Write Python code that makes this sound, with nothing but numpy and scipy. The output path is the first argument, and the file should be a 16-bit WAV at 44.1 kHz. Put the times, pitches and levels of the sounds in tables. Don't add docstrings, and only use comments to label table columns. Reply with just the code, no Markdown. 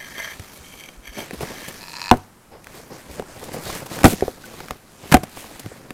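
import sys
import numpy as np
from scipy import signal
from scipy.fft import rfft, irfft
from scipy.io import wavfile

SR = 44100
rng = np.random.default_rng(int(sys.argv[2]) if len(sys.argv) > 2 else 0)


def dump(signal):
    limited = np.clip(np.atleast_2d(signal).T, -1, 1)
    pcm = np.round(limited * 32767).astype(np.int16)
    wavfile.write(sys.argv[1], SR, pcm)


N = 261557
TIME = np.arange(N) / SR
SHORT = TIME[:SR // 3]


def undb(db):
    return 10 ** (np.asarray(db) / 20)

def unit(x):
    return x / np.sqrt(np.mean(x ** 2))

def add(track, time, sound):
    start = max(int(time * SR), 0)
    track[start:start + len(sound)] += sound[:max(N - start, 0)]

def colour(x, spectrum):
    hz, db = np.transpose(spectrum)
    bins = np.maximum(np.fft.rfftfreq(len(x), 1 / SR), 1)
    gain = undb(np.interp(np.log(bins), np.log(hz), db))
    return unit(irfft(rfft(x) * gain, len(x)))

def dull(x, hz):
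    return signal.sosfilt(signal.butter(2, hz, fs=SR, output="sos"), x)

def fade(t60):
    return np.exp(-np.log(1000) * SHORT / t60)

def ring(modes):
    return sum((-1) ** k * undb(db) * fade(t60) * np.sin(2 * np.pi * hz * SHORT)
               for k, (hz, db, t60) in enumerate(modes))

def thump(hz, t60):
    push = np.clip(2 * hz * SHORT, 0, 1)
    return ring([(hz, 0, t60)]) * np.sin(np.pi * push / 2)

def burst(spectrum, t60):
    return colour(rng.standard_normal(len(SHORT)), spectrum) * fade(t60)

def grains(per_s, spread_db):
    sizes = undb(spread_db * np.clip(rng.standard_normal(N), -np.e, np.e))
    return unit(rng.standard_normal(N) * np.interp(TIME * per_s, np.arange(N), sizes))

def swell(middle, length):
    return np.exp(-(2 * (TIME - middle) / length) ** 2)

def swells(table, column):
    return np.sqrt(sum((undb(row[column]) * swell(row[0], row[1])) ** 2 for row in table))


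# (frequency [Hz], level [dB])
AIR_SPECTRUM = [(25, -4.5), (70, -9), (200, -4.5), (500, -13), (1500, -16.5), (3500, -27.5), (8000, -26.5),
                (12000, -27), (16000, -38)]

def air():
    return undb(-50.5) * colour(rng.standard_normal(N), AIR_SPECTRUM)


# (frequency [Hz], level [dB], T60 [s])
BLADE_MODES = [(2267, 3.5, 0.016), (3167, 2, 0.018), (4610, -10, 0.035), (5340, -21, 0.039),
               (6070, 1, 0.01), (7900, -9, 0.0091), (9650, -10, 0.02), (11800, 1, 0.0041)]
RASP_MODES = [(670, -5, 0.048), (1608, 3, 0.054), (1837, 13, 0.017), (2065, 3.5, 0.079)]
# (frequency [Hz], level [dB])
CRACK_SPECTRUM = [(100, -15), (400, -6.5), (1000, -1.5), (2000, -3), (4000, -14.5), (8000, -17),
                  (12000, -17.5), (16000, -29)]
# (centre time [s], length [s], steel level [dB], rasp level [dB])
STROKES = [(.01, 0.19, -41, -38), (.225, 0.13, -34, -32.5), (.31, .06, -38, -37), (.69, 0.37, -50.5, -75),
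           (.83, 0.21, -45, -58), (1.08, 0.074, -42, -46.5), (1.153, 0.01, -39, -37),
           (1.19, 0.094, -36.5, -44), (1.6, 0.27, -45, -42.5)]

def scrape():
    contact = grains(per_s=500, spread_db=6)
    steel = unit(signal.fftconvolve(contact, ring(BLADE_MODES))[:N])
    rasp = unit(signal.fftconvolve(contact, ring(RASP_MODES))[:N])
    rasp += undb(-8) * colour(contact, CRACK_SPECTRUM)
    return swells(STROKES, column=2) * steel + swells(STROKES, column=3) * rasp


# (frequency [Hz], level [dB])
JACKET_SPECTRUM = [(240, -1), (400, -6.5), (1730, -3.5), (2550, -5.5), (2800, -8.5), (4440, -7.5),
                   (5190, -9), (5960, -8), (13700, -14.5), (15000, -14.5), (16000, -37.5)]

def jacket(bands=8, folds_per_s=18, fold_db=2.5):
    friction = rfft(colour(grains(per_s=600, spread_db=2.5), JACKET_SPECTRUM))
    bins = np.maximum(np.fft.rfftfreq(N, 1 / SR), 1)
    half_octaves = np.clip(2 * np.log2(bins / 1000), 0, bands - 1)
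    out = np.zeros(N)
    for k in range(bands):
        band = irfft(friction * np.maximum(1 - abs(half_octaves - k), 0), N)
        folds = rng.standard_normal(len(SHORT))
        wander = np.interp(TIME * folds_per_s, np.arange(len(folds)), folds)
        out += undb(fold_db * wander) * band
    return unit(out)


# (frequency [Hz], level [dB])
PACKING_SPECTRUM = [(18, -55.5), (30, -18), (128, -2), (201, -2), (404, -4), (584, -5), (1150, -13),
                    (1250, -17), (2210, -22.5), (3000, -27.5), (4000, -29.5), (5200, -22.5), (8800, -120)]
GRIT_SPECTRUM = [(300, -8), (1000, -5), (2500, 4.5), (5000, 0), (8000, 3), (11500, 3.5), (16000, -5)]
# (centre time [s], length [s], jacket level [dB], snow level [dB])
MOVEMENTS = [(.2, 0.44, -43.5, -52), (.48, 0.56, -46, -74), (.76, 0.52, -50.5, -50.5),
             (1.22, 0.18, -41, -45), (1.47, 0.27, -39, -39.5), (1.72, 0.45, -42.5, -45),
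             (2.03, 0.33, -43, -69), (2.77, 0.23, -46, -44.5), (2.98, 0.21, -45, -48.5),
             (3.15, .16, -43.5, -38), (3.43, 0.35, -44, -39.5), (3.56, 0.23, -45, -37.5),
             (3.72, 0.2, -32, -32), (3.94, 0.098, -34, -31.5), (4.01, 0.097, -37, -32.5),
             (4.2, 0.3, -40.5, -43), (4.57, 0.37, -43.5, -43.5), (4.98, 0.37, -53.5, -59),
             (5.1, 0.2, -43.5, -43), (5.48, 0.64, -43.5, -48.5), (5.83, 0.54, -56.5, -47)]

def movement():
    cloth = jacket()
    crystals = undb(-14) * colour(grains(per_s=690, spread_db=10), GRIT_SPECTRUM)
    snow = colour(grains(per_s=100, spread_db=5), PACKING_SPECTRUM)
    rumble = undb(-15.5) * unit(dull(grains(per_s=14, spread_db=4.5), hz=62))
    limbs, feet = swells(MOVEMENTS, column=2), swells(MOVEMENTS, column=3)
    return limbs * (cloth + crystals) + feet * (snow + rumble)


# (frequency [Hz], level [dB], T60 [s])
LUMP_MODES = [(95.6, -14.5, 0.29), (144, -6.5, 0.14), (249.4, 3, 0.11), (348, 7.5, 0.043), (495, 1, 0.041),
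              (567, 2.5, 0.04), (635, -20.5, .07), (733.6, 9.5, 0.048), (945, -39.5, 0.069),
              (940, -38.5, 0.065), (1470, -10.5, .08), (1730, -16.5, 0.047), (2130, -13.5, 0.049),
              (2360, -37, .08), (3300, -40.5, .07)]
# (frequency [Hz], level [dB])
JOLT_SPECTRUM = [(25, 5), (60, 4), (150, -2), (400, 5), (750, -8), (1200, -31), (3000, -30), (8000, -53)]

def struck_lump(jolt_db, jolt_t60):
    return ring(LUMP_MODES) + undb(jolt_db) * burst(JOLT_SPECTRUM, jolt_t60)


# (time [s], thump level [dB], thump frequency [Hz], crack level [dB])
LIGHT_KNOCKS = [(0.3962, -24, 98, -29.5), (0.889, -26, 2960, -35), (1.309, -21.5, 413, -26),
                (1.408, -20, 473, -25), (2.1394, -8, 614, -29), (2.670, -39, 1930, -30.5),
                (3.1969, -10, 540, -29.5), (3.223, -18, 806, -36), (3.4301, -21.5, 460, -41),
                (3.544, -14, 516, -44), (3.989, -18, 704, -22.5), (4.009, -25, 900, -24),
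                (4.0332, -12.5, 890, -13.5), (4.08, -7, 376, -43), (4.123, -14, 304, -30),
                (4.1344, -10.5, 188, -39), (4.208, -41, 1500, -23), (4.224, -1.5, 394, -44),
                (4.251, -22, 420, -50), (4.2804, -8.5, 427, -35), (4.604, -22, 880, -27),
                (4.684, -41, 700, -29.5), (4.7082, -10.5, 1080, -18), (5.1168, -31, 710, -14.5),
                (5.1377, 1, 736, -17), (5.169, -18, 417, -18.5), (5.372, -20.5, 1080, -31.5),
                (5.443, -23.5, 1030, -48), (5.512, -24.5, 726, -48), (5.558, -27, 850, -46),
                (5.661, -21.5, 171, -32.5), (5.718, -22.5, 500, -52), (5.906, -22.5, 244, -25)]

def knocks(decay_cycles=7.1):
    out = np.zeros(N)
    for time, thump_db, hz, crack_db in LIGHT_KNOCKS:
        body = struck_lump(jolt_db=10, jolt_t60=0.07)
        knock = thump(hz, decay_cycles / hz) + undb(-26.5) * body
        tick = burst(CRACK_SPECTRUM, t60=0.014)
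        add(out, time, undb(thump_db) * knock + undb(crack_db) * tick)
    return out


# (delay [s], level [dB])
REFLECTIONS = [(0.0131, -23.5), (0.0255, -24)]

def yard(direct):
    response = undb(-56) * dull(rng.standard_normal(len(SHORT)), hz=1980) * fade(t60=0.31)
    slap = dull(signal.unit_impulse(len(SHORT)), hz=1800)
    for delay, db in REFLECTIONS:
        response += undb(db) * np.roll(slap, int(delay * SR))
    return direct + signal.fftconvolve(direct, response)[:N]


# (centre time [s], level [dB], frequency [Hz])
BASS_BUMPS = [(.61, -41, 71), (.76, -45, 45), (.99, -35.5, 43.7), (1.10, -34.5, 45.3), (1.391, -33, 64.5),
              (3.109, -37.5, 71), (4.23, -39, 90), (5.06, -43, 60), (5.667, -31, 107)]

def bumps():
    return sum(undb(db) * swell(time, length=0.033) * np.sin(2 * np.pi * hz * (TIME - time))
               for time, db, hz in BASS_BUMPS)


# (time [s], length [s], packing level [dB], grit level [dB])
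SNOW_CRUNCHES = [(1.165, 0.088, -31.5, -42), (1.326, 0.034, -32.5, -41), (1.401, 0.069, -27, -39.5),
                 (1.678, 0.021, -29.5, -32), (2.169, 0.0088, -41, -38), (2.643, 0.0036, -55, -38),
                 (2.498, 0.13, -40.5, -73), (2.886, 0.13, -38.5, -65), (3.433, 0.025, -45, -39),
                 (3.525, 0.048, -31.5, -36.5), (3.855, 0.024, -30.5, -37.5), (4.049, 0.062, -23, -23.5),
                 (4.089, 0.069, -36, -29), (4.129, 0.0072, -22, -28), (4.447, 0.033, -39, -45),
                 (5.231, 0.015, -27.5, -34), (5.348, 0.14, -55, -41), (5.592, 0.017, -37.5, -33.5)]

def crunches():
    packing_gain, grit_gain = np.zeros(N), np.zeros(N)
    for time, length, packing_db, grit_db in SNOW_CRUNCHES:
        age = np.pi * SHORT / length
        load = age * np.exp(1 - age)
        add(packing_gain, time, undb(packing_db) * load ** 2)
        add(grit_gain, time, undb(grit_db) * load ** 2)
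    packing = colour(grains(per_s=210, spread_db=3), PACKING_SPECTRUM)
    grit = colour(grains(per_s=1800, spread_db=4), GRIT_SPECTRUM)
    return packing_gain * packing + grit_gain * grit


# (time [s], level [dB])
BIG_SLIPS = [(1.933, -32), (1.9672, -30), (2.0165, -25.5), (2.0685, -30), (2.1012, -30)]
# (frequency [Hz], level [dB], T60 [s])
CREAK_MODES = [(950, -1, 0.033), (1350, -5, 0.013), (1740, -2.5, 0.023), (2550, 1.5, 0.017),
               (3130, -8.5, 0.0079), (4140, 3, 0.014), (4770, 1.5, 0.015), (5380, -3, 0.016),
               (7100, -2, 0.0073), (8540, -13, 0.0059)]

def creak(count=27, gap_s=0.011, jitter_s=0.0015, scatter_db=2, load_start_s=1.86, load_end_s=2.104):
    jitter, scatter = rng.standard_normal((count, 2)).T
    times = load_end_s - gap_s * np.arange(1, count + 1) + jitter_s * jitter
    levels_db = np.interp(times, [load_start_s, load_end_s], [-40, -28.5]) + scatter_db * scatter
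    small_slips = [(time, db) for time, db in zip(times, levels_db)
                   if all(abs(time - big_time) > gap_s / 2 for big_time, _ in BIG_SLIPS)]
    force = np.zeros(N)
    for time, db in BIG_SLIPS + small_slips:
        crumbs = rng.standard_normal(len(SHORT)) * fade(t60=0.005)
        snap = signal.unit_impulse(len(SHORT)) + undb(-6) * crumbs / np.linalg.norm(crumbs)
        add(force, time, undb(db) * snap)
    return signal.fftconvolve(force, ring(CREAK_MODES))[:N]


# (time [s], thump level [dB], thump frequency [Hz],
# body level [dB], crack level [dB], crack rise [s], crack T60 [s], ground level [dB],
# ground frequency [Hz], rebound delay [s], rebound level [dB])
AXE_BITES = [(2.1127, 17.5, 950, -7.5, 1, 0.00031, 0.011, -8, 89, 0.012, -3),
             (4.0418, 1, 180, -12, -2, 0.0018, 0.044, 4.5, 98, .007, -6.5),
             (4.0532, 6, 275, -12, -2.5, 0.00067, 0.031, -7, 58, .0084, 0.5),
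             (5.1205, -2, 158, -34, -3.5, 0.0038, 0.04, -27, 89, 0.0035, -23),
             (5.1420, 9, 232, -10, 2.5, 0.0008, 0.023, -0.5, 70, 0.0063, 1.5)]

def chops(decay_cycles=7.8, ground_delay_s=0.0022):
    out = np.zeros(N)
    for (time, thump_db, hz, body_db, crack_db, crack_rise, crack_t60,
         ground_db, ground_hz, rebound_delay, rebound_db) in AXE_BITES:
        body = struck_lump(jolt_db=0.5, jolt_t60=0.1)
        crack = burst(CRACK_SPECTRUM, crack_t60) * np.clip(SHORT / crack_rise, 0, 1)
        blow = thump(hz, decay_cycles / hz)
        add(out, time, undb(thump_db) * blow + undb(body_db) * body + undb(crack_db) * crack)
        add(out, time + ground_delay_s, undb(ground_db) * thump(ground_hz, t60=0.06))
        splinters = burst(CRACK_SPECTRUM, t60=0.12)
        rebound = thump(hz=748, t60=0.034) + undb(-25.5) * body + undb(-29) * splinters
        add(out, time + rebound_delay, undb(rebound_db) * rebound)
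    return out


# (time [s], level [dB], frequency [Hz])
HEAD_PINGS = [(4.440, -31.5, 1506), (5.1245, -15, 1650), (5.141, -9, 1546), (5.148, -23, 3130)]

def pings():
    out = np.zeros(N)
    for time, db, hz in HEAD_PINGS:
        add(out, time, undb(db) * thump(hz, t60=0.055))
    return out


def scene():
    impacts = yard(knocks() + chops() + pings())
    mid = air() + scrape() + movement() + impacts + bumps() + crunches() + creak()
    side = np.zeros(N)
    add(side, time=0.004, sound=undb(-30) * dull(mid, hz=5000))
    return np.array([mid + side, mid - side])

def record(dry, cutoff_hz=16000):
    clipped = np.clip(dry, -1, 1)
    low_pass = signal.ellip(10, 0.01, 50, cutoff_hz, fs=SR, output="sos")
    return signal.sosfiltfilt(low_pass, clipped)


dry = scene()
out = record(dry)
dump(out)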